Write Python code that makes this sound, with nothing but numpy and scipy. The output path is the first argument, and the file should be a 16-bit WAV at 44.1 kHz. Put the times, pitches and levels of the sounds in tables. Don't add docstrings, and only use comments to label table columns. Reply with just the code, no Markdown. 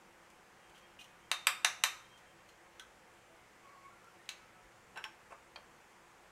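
import sys
import numpy as np
from scipy import signal
from scipy.fft import rfft, irfft
from scipy.io import wavfile
from scipy.ndimage import uniform_filter1d

SR = 44100
rng = np.random.default_rng(int(sys.argv[2]) if len(sys.argv) > 2 else 0)


def linear_from_db(decibels):
    return 10 ** (np.asarray(decibels, float) / 20)


def wrap_up_sound(samples):
    columns = np.atleast_2d(samples).T
    tamed = np.clip(columns, -1, 1)
    steps = np.round(tamed * 32767).astype(np.int16)
    wavfile.write(sys.argv[1], SR, steps)


N = 278271

# start_s, peak_db, contact_ms, treble_lift_db, ring_db (ring compared with the contact)
LADLE_RAPS = [
    (1.3143, -15, 3.47, 5.5, -11.5),
    (1.4693, -11.5, 4.1, 3, -10.5),
    (1.6463, -10.5, 3.94, 6.5, -13),
    (1.837, -9, 4, 6.5, -15),
]
EDGE_TAPS = [
    (4.29, -27, 4.5, 0., -9),
]
HANDLE_TICKS = [
    (2.7956, -35.5, 4.6, 0., -14),
]
BOWL_CLATTER = [
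    (4.959, -40.5, 49, -11, -6.5),
    (4.973, -35, 5.6, 1, -5),
    (5.047, -41, 9.8, -6, 1.5),
]
LIP_SETTLES = [
    (5.040, -28.5, 4.62, 0., -13.5),
]
COUNTER_THUDS = [
    (5.305, -49, 20, 3, -9),
    (5.321, -42, 11., -3, -9),
    (5.568, -51.5, 14, -12, -0.5),
]
LID_CLINKS = [
    (5.559, -38.5, 6.4, 0, -1.5),
]
SOFT_BRUSHES = [
    (.301, -56, 6.9, 15, -15),
    (.695, -58, 8.9, 3, -15.),
    (.745, -58.5, 28, -3, -15.),
    (.777, -55.5, 15, 3, -10),
    (2.176, -58, 17, 5, -11),
    (2.488, -55.5, 14., 3, -4),
    (4.043, -59, 4.3, 15, -12),
    (4.255, -61, 9., -6, -10.),
]
RIM_SLIPS = [
    (.990, -51.5, 3., -14, 6),
    (.993, -52.5, 45., 9, -20.),
    (1.003, -57, 3.7, -9., -4),
    (1.008, -52, 5.1, -4, 2),
    (1.013, -52, 4.8, -12, 5),
    (1.042, -53, 6.3, 5, -2),
]

# pitch_hz, level_db (per Hz)
LADLE_COLOURS = [
    [(180, -67.5), (300, -24), (612, -12.5), (1080, -3), (2020, -4), (2730, 1.5), (3330, -14.5), (3670, -2),
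     (5380, -22), (6140, -16), (7620, -18.5), (9460, -18.5), (14100, -34), (15800, -39)],
    [(180, -47), (300, -35), (1060, -0.5), (1600, -2.5), (2680, 2.5), (2960, -5), (3740, -2.5),
     (4060, -20.5), (4710, -8), (6680, -21), (7750, -4.5), (9780, -16.5), (13200, -17.5), (15800, -39)],
    [(180, -78), (300, -24.5), (602, -10), (711, -4.5), (1600, -1.5), (1740, -1), (2730, 1.5), (3330, -8),
     (3610, -3.5), (4870, -18.5), (6250, -8.5), (6790, -15), (10300, -19), (15800, -40)],
    [(180, -50), (300, -23), (612, -10), (711, -1), (1740, 2.5), (1920, 0.5), (3110, 2), (3440, -13.5),
     (3860, 1), (4630, -13), (8150, -9), (9300, -16.5), (13200, -18.5), (15800, -53.5)],
]
EDGE_COLOUR = [(400, -33), (900, -15), (1700, -9.5), (2700, -3), (3300, -4), (3950, 1), (5000, -14.5),
               (6600, -8), (9000, -14.5), (15900, -32)]
HANDLE_COLOUR = [(600, -35), (1540, -1), (1900, -7), (2400, -10.5), (3370, 5), (4000, -8), (4500, -22),
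                 (6000, -7), (7500, -17), (9000, -13.5), (15900, -33)]
BOWL_COLOUR = [(200, -25), (340, -8), (600, -10), (860, 1), (1150, -5), (1550, 2), (2000, -8), (2680, 0),
               (4300, -17), (5500, -20), (11000, -20), (15900, -40)]
LIP_COLOUR = [(500, -23), (1200, -10), (2200, -5), (3100, 2.5), (4200, -19.5), (5500, -17), (9000, -24),
              (15900, -34)]
COUNTER_COLOUR = [(150, -28), (250, -16), (1170, -4.5), (2010, -20), (2630, -13.5), (3300, -35),
                  (3950, -38), (9000, -30), (11700, -60), (19800, -120)]
LID_COLOUR = [(210, -63), (350, -22), (712, -3), (1970, -9), (2470, -6), (2860, -17), (4390, -9.5),
              (5090, -19), (12000, -39), (15600, -71), (22000, -120)]
SOFT_COLOUR = [(1500, -39), (3000, 9), (4300, -8), (7000, -6), (10000, -10.5), (15900, -21)]
RIM_COLOUR = [(1500, -27), (2500, -21), (3000, 10.5), (4600, -12), (6000, -3), (7500, -14), (8700, -5),
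              (10500, -18), (12800, -15), (15900, -29)]

# pitch_hz, level_db, t60_s (time to fall by 60 dB)
LADLE_TONES = [(545, -13, .1), (730, -11, .09), (1265, -15, .25), (1775, -8, .05), (2400, -2, .03),
               (2655, -10, .16), (3090, -3, .022), (3632, -18, .38), (3675, -13, .24), (3955, -4, .028),
               (4650, -12, .035), (6150, -8, .025), (8200, -10, .015)]
EDGE_TONES = [(2276, -4, .1), (2450, -5, .05), (2690, 3, .11), (2900, -5, .05), (3700, -10, .04),
              (3955, 0, .02), (4550, -9, .05), (5400, -13, .07), (6450, -10, .09)]
HANDLE_TONES = [(1540, -10, 0.1), (1910, -5, 0.06), (3300, -10, 0.027), (3440, -5, .03), (4040, -8, 0.041)]
BOWL_TONES = [(340, -14, .1), (860, -4, .12), (1080, -7, .07), (1555, -1, .1), (2650, -2, .09),
              (3950, -6, .06), (5420, -12, .08), (5500, -13, .15), (7280, -13, .08)]
LIP_TONES = [(2260, -8, .08), (2640, -3, .085), (3050, 0, .03), (3400, -2, .03), (3950, -6, .06),
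             (5410, -8, .08), (5490, -7, .18), (7280, -12, .09)]
COUNTER_TONES = [(540, 0, 0.12), (672, 0, 0.11), (960, -19, 0.051), (1292, -4, 0.041), (2640, -13, 0.089)]
LID_TONES = [(1390, -6, .05), (2420, 0, .03), (3187, -4, .05), (4387, -2, .02)]
SOFT_TONES = [(4220, 1, 0.036), (6560, -5, .02)]
RIM_TONES = [(2485, -2, 0.048), (2830, 4, 0.035), (3030, 4, 0.035), (3470, -19, .05), (4070, -12, .05)]

# start_s, length_s, pitch_hz, level_db, octave_db (octave compared with the tone)
SQUEAK_SLIPS = [
    (3.625, 0.13, 1122, -57, -8.5),
    (3.725, .1, 1098, -62.5, -20),
    (3.82, 0.099, 1115, -58.5, -5.5),
    (3.9, 0.054, 1388, -58, -25),
    (2.8, .05, 1290, -66, -22),
    (4.4, .06, 1310, -64, -25),
    (4.035, .075, 1365, -59.5, -24),
    (4.5, .11, 1300, -67, -10),
    (4.17, .08, 1840, -66.5, -18),
    (3.27, .09, 650, -64, -25),
]
# start_s, length_s, pitch_hz, level_db
STEAM_PUFFS = [(.59, .13, 3170, -75), (.74, .08, 3205, -73), (.82, .05, 3215, -67), (.86, .12, 3205, -74),
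               (1.21, 0.098, 3160, -73), (2.03, .045, 3150, -69), (2.085, .14, 3184, -66),
               (2.25, 0.096, 3160, -70), (2.37, .06, 3170, -79), (.53, .2, 2840, -79), (.8, .17, 2840, -77),
               (1.15, .12, 2830, -79), (2.27, .055, 2800, -73)]
# middle_s, pitch_hz, level_db, length_s
STAND_BUMP = (4.66, 45, -63, .1)
# pitch_hz, level_db (per Hz)
HUSH_COLOUR = [(13, -37), (22, -3), (55, -7.5), (118, 0.5), (143, -65), (173, 1.5), (277, -6.5),
               (345, -4.5), (385, -3.5), (725, -4), (810, -0.5), (2120, -4), (4000, -17), (7320, -16),
               (15800, -31)]
# pitch_hz, width_hz, level_db
MOTOR_HUMS = [(49.5, 5.5, -85), (116.4, 1.02, -82), (180.2, 15, -87.5), (343.3, 29.4, -76),
              (510, 123, -74.5), (733.5, 14.3, -77)]
# pitch_hz, t60_s, colour_db
KITCHEN_ECHO = [(398, 0.65, -8), (1120, 0.42, 4.5), (1980, 0.38, 1.5), (3200, 0.36, -2.5),
                (5640, 0.36, 1.5), (8700, 0.32, -3.5), (14000, 0.23, 2)]


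def ladle_raps():
    pairs = zip(LADLE_RAPS, LADLE_COLOURS)
    return sum(blows([rap], colour, LADLE_TONES) for rap, colour in pairs)


def blows(table, colour, ring):
    out, t, hz = np.zeros(N), np.arange(SR // 2) / SR, np.fft.rfftfreq(2048, 1 / SR)
    tone_hz, tone_db, t60 = np.transpose(ring + ring)[:, :, None]
    twin_db = np.repeat([0., 6.], len(ring))[:, None]
    for start, peak_db, contact_ms, treble_db, ring_db in table:
        lift = [(800, -0.27 * treble_db), (2200, 0), (6000, treble_db)]
        contact = rattle(np.clip(contact_ms, .5, 60) / 1000)
        crack = np.convolve(contact, causal(read(colour, hz) + read(lift, hz)))

        level_luck, phase_luck, pitch_luck = rng.standard_normal((3, len(tone_hz), 1))
        level_db = tone_db + read(lift, tone_hz) + 1.2 * level_luck - twin_db
        level_db = level_db - 60 * t / np.clip(t60, .01, .7)
        rise = 1 - np.exp(-t * tone_hz / 4)
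        buzz = rng.standard_normal((len(tone_hz), len(t) // 150 + 1))
        buzz = buzz.repeat(150, axis=1)[:, :len(t)]
        rise = rise * (1 + .45 * uniform_filter1d(buzz, 150, axis=1))
        pitch = tone_hz * (1 + 0.003 * pitch_luck)
        waves = np.sin(2 * np.pi * pitch * t + 3 * phase_luck)
        tones = (linear_from_db(level_db) * rise * waves).sum(0)

        add(out, start, linear_from_db(peak_db) * crack / abs(crack).max())
        add(out, start, linear_from_db(peak_db + ring_db) * tones / abs(tones).max())
    return out


def rattle(held_s):
    t = np.arange(4096) / SR
    touch = (1 - np.exp(-t / 0.00025)) / (1 + (t / held_s) ** 4)
    x = rng.standard_normal(len(t))
    for _ in range(6):
        power = abs(uniform_filter1d(x ** 2, 60)) + 0.06 * np.mean(x[:200] ** 2)
        z = rfft(touch * x / np.sqrt(power))
        x = irfft(z / (abs(z) + 1e-9))
    return x * np.sqrt(touch)


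def light_touches():
    tap = blows(EDGE_TAPS, EDGE_COLOUR, EDGE_TONES)
    slips = blows(RIM_SLIPS, RIM_COLOUR, RIM_TONES)
    return tap + slips + blows(SOFT_BRUSHES, SOFT_COLOUR, SOFT_TONES)


def handle_tick():
    return blows(HANDLE_TICKS, HANDLE_COLOUR, HANDLE_TONES)


def bowl_clatter():
    clatter = blows(BOWL_CLATTER, BOWL_COLOUR, BOWL_TONES)
    return clatter + blows(LIP_SETTLES, LIP_COLOUR, LIP_TONES)


def counter_thuds():
    return blows(COUNTER_THUDS, COUNTER_COLOUR, COUNTER_TONES)


def lid_clink():
    return blows(LID_CLINKS, LID_COLOUR, LID_TONES)


def distant_squeak():
    out = np.zeros(N)
    for row in SQUEAK_SLIPS:
        add(out, *squeal(*row, wobble=.009, flutter_db=3.5, rise=.015))
    return out


def steam_whistle():
    out = np.zeros(N)
    for row in STEAM_PUFFS:
        add(out, *squeal(*row, octave_db=-60, wobble=0.0022, flutter_db=2.2, rise=0))
    return out


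def squeal(start, length, hz, level_db, octave_db, wobble, flutter_db, rise):
    t = np.arange(0, max(length, .02), 1 / SR)
    shake, flutter = (evened(uniform_filter1d(rng.standard_normal(SR), size))[:len(t)] for size in (200, 500))
    climb = rise * (2 * t / length - 1)
    turns = np.cumsum(hz * (1 + wobble * shake + climb)) / SR
    arch = np.sin(np.pi * t / t[-1]) ** 2
    tone = np.sqrt(arch) * np.sin(2 * np.pi * turns)
    tone = tone + linear_from_db(octave_db) * arch * np.sin(2 * np.pi * 2 * turns)
    fade_db = -3 * t / length
    return start, np.sqrt(2) * tone * linear_from_db(level_db + fade_db + flutter_db * flutter)


def bump():
    out, (middle, hz, db, length) = np.zeros(N), STAND_BUMP
    t = np.arange(0, length, 1 / SR)
    hump = np.sin(np.pi * t / length) ** 2
    add(out, middle - length / 2, linear_from_db(db) * np.sin(2 * np.pi * hz * t) * hump)
    return out


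def hush():
    frames, hz = N // 256 + 5, np.fft.rfftfreq(1024, 1 / SR)
    a, b, patches = rng.standard_normal((frames, 513, 3)).T
    patches = uniform_filter1d(patches, 12, 0)
    patches = evened(uniform_filter1d(patches, 14, 1))
    z = (a + 1j * b) * linear_from_db(read(HUSH_COLOUR, hz)[:, None] + 0.9 * patches)
    noise = signal.istft(z, nperseg=1024, noverlap=768)[1][:N]
    air = linear_from_db(-62.5) * evened(noise)
    for f, width, db in MOTOR_HUMS:
        hum = resonate(rng.standard_normal(N), f, width)
        air += linear_from_db(db) * evened(resonate(hum, f, width))
    return air


def kitchen(x):
    taps = np.zeros(SR)
    at = np.arange(130, SR - 12, 12)
    taps[at + rng.integers(0, 12, len(at))] = rng.choice([-1., 1.], len(at))
    hz, t, z = signal.stft(taps, SR, nperseg=128)
    t60, colour_db = (read(np.array(KITCHEN_ECHO)[:, [0, k]], hz)[:, None] for k in (1, 2))
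    walls = linear_from_db(-60 * t / t60)
    pan = linear_from_db(5.5 - 60 * t / 0.11)
    hall = linear_from_db(-23 - 60 * t / 0.95)
    z = z * (walls + pan + hall) * linear_from_db(colour_db)
    tail = signal.istft(z, SR, nperseg=128)[1]
    return signal.fftconvolve(x, tail / np.linalg.norm(tail))[:N]


def resonate(x, hz, width):
    turn = np.exp(2j * np.pi * np.cumsum(hz * np.ones(len(x))) / SR)
    r = np.exp(-np.pi * abs(width) / SR)
    return 2 * (turn * signal.lfilter([1 - r], [1, -r], x / turn)).real


def causal(gain_db):
    log_gain = np.log(linear_from_db(np.maximum(gain_db, -100)))
    full = np.r_[log_gain, log_gain[-2:0:-1]]
    return np.fft.ifft(np.exp(full - 1j * signal.hilbert(full).imag)).real[:len(gain_db)]


def evened(x):
    return x / np.sqrt(np.mean(x ** 2) + 1e-20)


def read(points, hz):
    f, value = np.transpose(points)
    return np.interp(np.log(hz + 1), np.log(f + 1), value)


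def add(mix, start, sound):
    part = mix[round(start * SR):][:len(sound)]
    part += sound[:len(part)]


def scene():
    ladle, touches, tick = ladle_raps(), light_touches(), handle_tick()
    clatter, thuds, clink = bowl_clatter(), counter_thuds(), lid_clink()
    squeak = distant_squeak()

    direct = ladle + touches + tick + clatter + thuds + clink + 0.64 * squeak + steam_whistle()
    thrown = ladle + 1.08 * touches + 0.99 * tick + 0.74 * clatter + 1.04 * thuds + 0.62 * clink
    echoes = kitchen(linear_from_db(-3) * thrown + 0.53 * squeak)
    return (direct + echoes + hush() + bump())[None]


def roll_off(x):
    return signal.sosfilt(signal.butter(12, 15970, fs=SR, output="sos"), x)


def record(dry):
    taps = signal.firwin(201, 16000, fs=SR)
    smooth = signal.oaconvolve(dry, taps[None], "same")
    return roll_off(smooth)


dry = scene()
out = record(dry)
wrap_up_sound(out)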